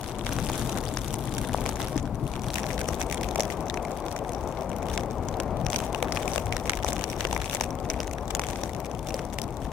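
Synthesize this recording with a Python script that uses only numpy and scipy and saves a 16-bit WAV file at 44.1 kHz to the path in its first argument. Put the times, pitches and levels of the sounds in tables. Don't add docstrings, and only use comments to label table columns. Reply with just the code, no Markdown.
import sys
import numpy as np
from scipy import signal
from scipy.fft import rfft, irfft
from scipy.io import wavfile
from scipy.ndimage import uniform_filter1d

SR = 44100
rng = np.random.default_rng(int(sys.argv[2]) if len(sys.argv) > 2 else 0)


def store_wav(level_fs):
    pcm = np.round(np.clip(np.atleast_2d(level_fs), -1, 1) * 32767)
    wavfile.write(sys.argv[1], SR, pcm.T.astype(np.int16))


N = 428652
HZ = np.fft.rfftfreq(1024, 1 / SR)
LONG_HZ = np.fft.rfftfreq(N, 1 / SR)
PARK_FROM_S, EDGE_HZ = 2.5, 16000
SWIRL_DB, SWIRL_HZ = 1.82, 9.9

# f/Hz, level/dB
HUM_TONES = [(42, -52), (60, -47.5), (80, -59), (360, -55)]
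# t/s, low rumble/dB, roar/dB
WIND_LEVELS = [(0, -37, -37), (0.35, -32, -38.5), (0.75, -32, -34.5), (0.95, -32, -39), (1.8, -33, -36),
               (2.13, -33, -39.5), (2.45, -33.5, -37), (2.6, -33.5, -35), (3.4, -34.5, -33.5),
               (4.2, -37, -34), (4.8, -35.5, -33), (5.15, -32, -33.5), (5.6, -32, -33), (5.9, -33.5, -34),
               (6.35, -34.5, -32.5), (6.6, -34, -35.5), (8.4, -36, -36.5), (9.72, -35.5, -38.5)]
# f/Hz, density/dB
WIND_COURTYARD = [(13, -30), (22, -3.5), (48, 3), (91, -3.5), (129, 2.5), (157, -4.5), (248, -3), (412, -8),
                  (454, -9), (553, -11.5), (600, -9), (889, -12), (1100, -19), (1430, -47), (2420, -120)]
WIND_PARK = [(13, -43), (22, -10.5), (49, 1), (102, -3.5), (265, -7), (380, -10), (454, -9.5), (767, -8.5),
             (1100, -19), (1430, -46), (2420, -120)]
# f/Hz, gain/dB
ROAR_TREBLE = [(1100, 5), (1400, -4), (1800, -13), (2300, -13.5), (3000, -23), (5000, -34), (16000, -50)]
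# t/s, level/dB, length/s (centre to 1/e), f/Hz
EDDIES = [(0.42, -29.5, 0.055, 124), (1.51, -34, 0.023, 70), (2, -27, 0.022, 70),
          (2.243, -28.5, 0.022, 150), (2.474, -32.5, 0.036, 121), (5.592, -28.5, 0.094, 118),
          (6.49, -31, 0.059, 90)]
# t/s, peak/dB before the lift and the side gains, f/Hz, t60/s
CLUMPS = [(0.4995, -19, 790, 0.007), (1.140, -25.5, 110, 0.054), (1.5456, -12, 766, 0.0059),
          (1.584, -23, 655, 0.012), (1.9591, -17.5, 285, 0.048), (1.971, -21, 130, 0.031),
          (3.3885, -16.5, 640, 0.012), (3.3975, -16.5, 590, 0.018), (6.8458, -15, 800, 0.0056),
          (7.251, -19.5, 410, 0.0085), (8.634, -21, 573, 0.025), (9.142, -22.5, 540, 0.034)]
# t/s, level of the fine patter/dB before the swirls
FLURRY_LEVELS = [(0, -42.5), (0.15, -48), (0.28, -40), (0.78, -39.5), (0.9, -44.5), (1.8, -41), (1.97, -45),
                 (2.1, -56.5), (2.35, -47), (2.58, -42.5), (3.48, -44), (3.7, -53), (4.12, -46.5),
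                 (4.3, -50), (4.8, -51.5), (4.96, -45.5), (5.12, -53.5), (5.59, -55), (5.75, -39.5),
                 (5.92, -46.5), (6.08, -46), (6.3, -39.5), (6.55, -47.5), (6.92, -42), (7.2, -44),
                 (7.62, -40), (7.75, -55), (7.97, -44.5), (8.2, -49.5), (8.48, -43), (8.85, -49.5),
                 (9.15, -45), (9.3, -50), (9.72, -51.5)]
# f/Hz, gain/dB
SHELL_RESPONSE = [(100, -33), (500, 3), (1400, 0), (2300, 1), (3000, -4), (4400, -8.5), (7000, -8),
                  (10000, -13.5), (20000, -21)]
# f/Hz, width/Hz, gain/dB
SHELL_MODES = [(3500, 600, 3), (5845, 860, 5.9), (8900, 510, 4.1)]
# f/Hz, correlation (1 = same)
IMPACT_LIKENESS = [(300, 0.26), (900, 1), (1500, 0.56), (3100, 0.29), (6800, -0.025), (15000, -0.82)]
# f/Hz, gain/dB
PATTER_TONE_COURTYARD = [(300, 5), (1400, 3), (2200, -3), (3600, 6), (5800, 1.5), (7500, 5), (10000, 11),
                         (13000, 8.5), (16000, 7)]
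PATTER_TONE_PARK = [(300, -26), (1000, -9), (2200, -5), (3600, -3.5), (5800, -2), (9000, 1.5), (15000, 3.5)]
# f/Hz, left minus right/dB
PATTER_LEAN = [(700, 1), (1300, 5.5), (2400, 6.5), (4400, 2.5), (8100, 8.5), (15000, 7.5)]
# t/s, level/dB, brightness/dB and low knock/dB (both before scaling and offset),
# left minus right/dB (in the treble), ring f/Hz
HARD_FLAKES = [(0.2661, -23.5, -9, -5, -1, 3430), (0.3259, -29, -4, 4, 6, 5900),
               (0.3869, -26.5, 6, 2, 8, 1600), (0.4985, -30, 17, 6, -2, 2200),
               (0.9715, -22.5, -9, -8, 9, 5800), (1.1411, -23.5, 8, 8, 7, 9500),
               (1.3818, -25, 0, -15, 3, 9800), (1.5838, -37, -7, -5, -2, 2420),
               (1.6564, -31, -5, 13, 6, 2200), (1.6616, -24, -3, 2.5, 5, 9900),
               (1.6912, -24, 3, 8.5, 3, 8000), (1.8178, -27.5, 4, -4, -1, 3740),
               (1.9784, -27, -6, 5, 5, 6300), (2.5415, -25, 20, 2, 9, 7200), (2.5573, -22, 7, 3, 12, 2630),
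               (2.5834, -24, 14, 6, 1.5, 1980), (2.814, -24.5, 4, -4, 0, 1600),
               (2.8872, -23.5, 8, 10.5, 11, 5860), (3.015, -21.5, -1, -1, 1, 5900),
               (3.1264, -24, 10, -9, 1, 2400), (3.1447, -25.5, 6, -12.5, 5, 8900),
               (3.2319, -28, 14, -7, 2, 2000), (3.358, -22.5, 5, 6.5, 3, 2200),
               (3.3972, -24, 7.5, -6.5, 0.5, 2000), (3.4054, -17, 7, -1, 5, 5670),
               (3.502, -26.5, -3, 3, 4.5, 1980), (3.699, -23, -3, -5, 11, 3840),
               (3.742, -28, 3.5, 7, 4, 1900), (3.7733, -27.5, -16.5, -13, 11, 2530),
               (3.8507, -31, 0, -8, 7, 2200), (4.1639, -28.5, 1, -3.5, 3, 6000),
               (4.9396, -30.5, 8, -1, 3, 5770), (4.9766, -21, -3, -10, 4, 3200),
               (5.2858, -28.5, 2, -4, 7, 6760), (5.401, -23, 11, -4, 3, 1600),
               (5.6654, -22.5, -7.5, -25, 13, 6070), (5.7014, -24.5, 11, 2, 5, 7500),
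               (5.731, -23, -5, -6, 6, 5900), (5.7443, -25.5, -2, -3, 16, 2700),
               (5.7606, -18.5, 4, -17, -1, 5770), (5.9473, -22.5, -4, 5, 16, 2840),
               (6.0266, -20.5, -1, 5, 7, 2120), (6.1225, -22, 1, -5, 5, 5100),
               (6.1723, -21.5, -14, -2, 14, 2500), (6.2787, -22.5, 1, -8, 11, 2410),
               (6.3599, -26, 3, 12, 2, 2200), (6.3797, -22.5, -4, 8.5, 12, 2700),
               (6.5246, -21, -7, -3, 2, 2500), (6.567, -22, 0, -3, 9, 1700), (6.696, -14, 0, -5.5, 0, 1950),
               (6.7342, -21.5, -1, 0, 12, 2320), (6.846, -24, 21, -6, 6, 5800),
               (6.886, -27, 11, 7, 12, 2580), (6.9307, -23.5, 24, 14, 10, 7100),
               (7.0401, -21, 4, 2, 16, 4840), (7.2077, -21, -2, -10, 3, 2100),
               (7.2509, -19.5, -8, -1, 6, 2640), (7.3289, -26.5, 9, 14, 7, 6030),
               (7.3642, -21.5, -25, 5.5, 12, 1980), (7.497, -25.5, 8, -7, 7, 3600),
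               (7.5487, -20, 16, 7, 8, 7440), (7.6098, -17.5, 7, 1, 2, 5700),
               (7.9008, -18.5, 2, -10, 1, 5950), (8.0028, -24.5, 0, 5, 1, 4750),
               (8.3067, -25.5, 5, 6, 10, 7640), (8.3501, -18.5, 11, 0.5, 9, 7400),
               (8.3948, -21.5, 5, 6, 2, 2200), (8.4366, -27, -17, -9, 10, 2260),
               (8.4869, -29.5, -1, 9, 4, 7500), (8.6356, -25, 3, 7, 9, 6100),
               (9.1423, -26.5, 17, -1, 6, 4900), (9.1926, -30, -9, 1, 3, 5870),
               (9.386, -23, 4, -10, 12, 2900), (9.417, -25.5, 16, -1, 13, 5600)]


def gain_of(db):
    return 10 ** (np.asarray(db) / 20)


def evened(x):
    return x / np.sqrt(np.mean(x ** 2) + 1e-20)


def read(points, hz=HZ):
    f, value = np.transpose(points)
    return np.interp(np.log(hz + 1), np.log(f + 1), value)


def curve(rows, axis=1):
    rows = np.asarray(rows)
    return np.interp(np.arange(N) / SR, rows[:, 0], rows[:, axis])


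def sides(db):
    pair = gain_of(np.array([[0.5], [-0.5]]) * db)
    return pair / np.sqrt(np.mean(pair ** 2, 0))


def add(mix, s, sound):
    start = max(round(s * SR), 0)
    part = mix[:, start:][:, :sound.shape[1]]
    part += sound[:, :part.shape[1]]


def causal(db):
    cepstrum = irfft(np.log(gain_of(db)))
    half = cepstrum.shape[-1] // 2
    cepstrum[..., 1:half] *= 2
    cepstrum[..., half + 1:] = 0
    return np.exp(rfft(cepstrum))


def in_park():
    return np.clip((np.arange(N) / SR - PARK_FROM_S) * 100 + 0.5, 0, 1)


def hum(waver=0.11):
    t, out = np.arange(N) / SR, np.zeros(N)
    slow = LONG_HZ < 1.5
    for hz, db in HUM_TONES:
        swell, drift = waver * evened(irfft(rfft(rng.standard_normal((2, N))) * slow, N))
        tone = np.sin(2 * np.pi * hz * t + 2 * drift)
        out += gain_of(db) * np.sqrt(2) * (1 + swell) * tone
    return out * in_park() * sides(8)


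def hiss(level_db=-60):
    tone = [(500, -1), (3000, -1.5), (4500, -2), (6000, -3.5), (10000, -7.5), (16000, -10)]
    air = rfft(rng.standard_normal((2, N)))
    noise = evened(irfft(air * gain_of(read(tone, LONG_HZ)), N))
    return gain_of(level_db) * sides(2.3) * noise


def wind(split_hz=330, lean_db=8, apart_db=-21, churn_db=1.0):
    low = 1 / np.sqrt(1 + (LONG_HZ / split_hz) ** 8)
    high = np.sqrt(1 - low ** 2)
    park, out = in_park(), np.zeros((2, N))
    for band, level_db in ((low, curve(WIND_LEVELS)), (high, curve(WIND_LEVELS, axis=2))):
        churn = evened(irfft(rfft(rng.standard_normal(N)) * (LONG_HZ < 14), N))
        swell = gain_of(level_db + churn_db * churn)
        air = rfft(rng.standard_normal((2, N)))
        for place, share in ((WIND_COURTYARD, 1 - park), (WIND_PARK, park)):
            colour_db = read(place, np.minimum(LONG_HZ, 1000)) + read(ROAR_TREBLE, LONG_HZ * 1.034)
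            common, apart = evened(irfft(air * band * gain_of(colour_db), N))
            pair = common * sides(lean_db) + gain_of(apart_db) * apart * np.array([[0.5], [-1]])
            out += share * swell * pair
    return out


def buffets(octaves=0.55):
    t, out = np.arange(N) / SR, np.zeros(N)
    air = rfft(rng.standard_normal(N))
    for s, db, length_s, pitch_hz in EDDIES:
        band = np.exp(-0.5 * (np.log2((LONG_HZ + 1) / pitch_hz) / octaves) ** 2)
        eddy = evened(irfft(air * band, N))
        out += gain_of(db) * np.exp(-((t - s) / length_s) ** 2) * eddy
    return out * sides(9.1)


def thuds(lift_db=2, rise_s=0.0006):
    out, t = np.zeros((2, N)), np.arange(SR // 10) / SR
    for s, db, hz, t60_s in CLUMPS:
        envelope = gain_of(-60 * t / t60_s) * (1 - np.exp(-(t / rise_s) ** 2))
        ring = np.sin(2 * np.pi * hz * t) * envelope
        add(out, s, gain_of(db + lift_db) * sides(8) * ring / abs(ring).max())
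    return out


def flurry_db():
    swirl = evened(irfft(rfft(rng.standard_normal(N)) * (LONG_HZ < SWIRL_HZ), N))
    return curve(FLURRY_LEVELS) + SWIRL_DB * swirl


def brightness(db):
    return db * read([(2300, -0.82), (6000, 0.38), (12000, 0.89)])


def spot(hz, db, octaves=0.18):
    return db * np.exp(-0.5 * (np.log2((HZ + 1) / hz) / octaves) ** 2)


def impact(colour_db, lean_db, crush_s, snap, size=1024):
    t = np.arange(size) / SR
    crumble = rng.standard_normal((2, size)) * np.exp(-t / crush_s)
    crumble /= np.linalg.norm(crumble, axis=1, keepdims=True)
    crumble[:, 0] += snap * rng.choice([-1, 1], 2)
    a, b = rfft(crumble)
    same = np.clip(read(IMPACT_LIKENESS), -1, 1)
    pair = np.array([a, same * a + np.sqrt(1 - same ** 2) * b])
    modes_db = sum(db / (1 + (2 * (HZ - f) / width) ** 2) for f, width, db in SHELL_MODES)
    shell_db = read(SHELL_RESPONSE) + modes_db
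    z = pair * causal(shell_db + colour_db) * sides(lean_db)
    treble = irfft(z * (HZ > 1400))
    return irfft(z) / np.sqrt(np.sum(treble ** 2) / 2)


def patter(courtyard_per_s=1400, park_per_s=800, spread_db=6.5, variety_db=5, ring_db=8,
           crush_s=0.0013, snap=0.34, count=36):
    level, park, out = gain_of(flurry_db()), in_park(), np.zeros((2, N))
    rate_per_s = (courtyard_per_s * (1 - park) + park_per_s * park) * level / level.mean()
    chance, size, kind = rng.random(N), rng.exponential(1, N), rng.integers(0, count, N)
    hits = (chance < rate_per_s / SR) * gain_of(spread_db * np.minimum(size, 4.5))
    hits /= np.sqrt(np.abs(uniform_filter1d(hits ** 2, size=4000)) + 1e-9)
    hits *= level
    rings_hz = rng.permutation(np.geomspace(1500, 15000, count))
    for k, bright in enumerate(np.linspace(-1.5, 1.5, count)):
        own_db = brightness(variety_db * bright) + spot(rings_hz[k], ring_db)
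        for tone, share in ((PATTER_TONE_COURTYARD, 1 - park), (PATTER_TONE_PARK, park)):
            lean_db = read(PATTER_LEAN) + 3 * rng.standard_normal()
            grain = impact(read(tone) + own_db, lean_db, crush_s, snap)
            own_hits = hits * share * (kind == k)
            out += signal.oaconvolve(own_hits[None], grain, axes=1)[:, :N]
    return out


def stray_flakes(per_s=13, level_db=-32.5, follow=0.75, spread_db=1.1, courtyard_db=-4.0,
                 bright_db=2, knock_db=-7, lean_db=7, count=300):
    when, chance, ring = rng.random((count, 3)).T
    s = (np.arange(count) + when) / count * (N - 1) / SR
    thick = curve(FLURRY_LEVELS)
    thick_db = thick[(s * SR).astype(int)] - thick.mean()
    size, bright, knock, lean = rng.standard_normal((count, 4)).T
    shelter_db = courtyard_db * (s < PARK_FROM_S)
    flake_db = level_db + follow * thick_db + spread_db * size + shelter_db
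    ring_hz = 1900 * (7500 / 1900) ** ring
    rows = np.column_stack([s, flake_db, bright_db + 7 * bright, knock_db + 4 * knock,
                            lean_db + 4 * lean, ring_hz])
    return rows[chance < per_s * N / SR / count * gain_of(thick_db)]


def ticks(crush_s=0.0015, snap=0.38, bright_db=1, knock_db=3, ring_db=7, shard_db=-15):
    out = np.zeros((2, N))
    low = read([(900, 1.0), (1600, 0)])
    for s, db, bright, knock, lean, ring_hz in [*HARD_FLAKES, *stray_flakes()]:
        knock_colour_db = low * (knock + knock_db)
        colour_db = brightness(0.4 * bright + bright_db) + knock_colour_db + spot(ring_hz, ring_db)
        lean_db = low * 8 + (1 - low) * lean
        size = gain_of(db) * np.sqrt(0.0018 * SR)
        add(out, s, size * impact(colour_db, lean_db, crush_s, snap))
        shard = size * gain_of(shard_db) * impact(colour_db, lean_db, crush_s, snap)
        add(out, s + rng.uniform(0.0025, 0.025), shard)
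    return out


def scene():
    return hum() + hiss() + wind() + buffets() + thuds() + patter() + ticks()


def record(dry):
    lowpass = signal.firwin(255, EDGE_HZ, window=("kaiser", 9), fs=SR)
    return signal.oaconvolve(dry, lowpass[None], "same")


dry = scene()
out = record(dry)
store_wav(out)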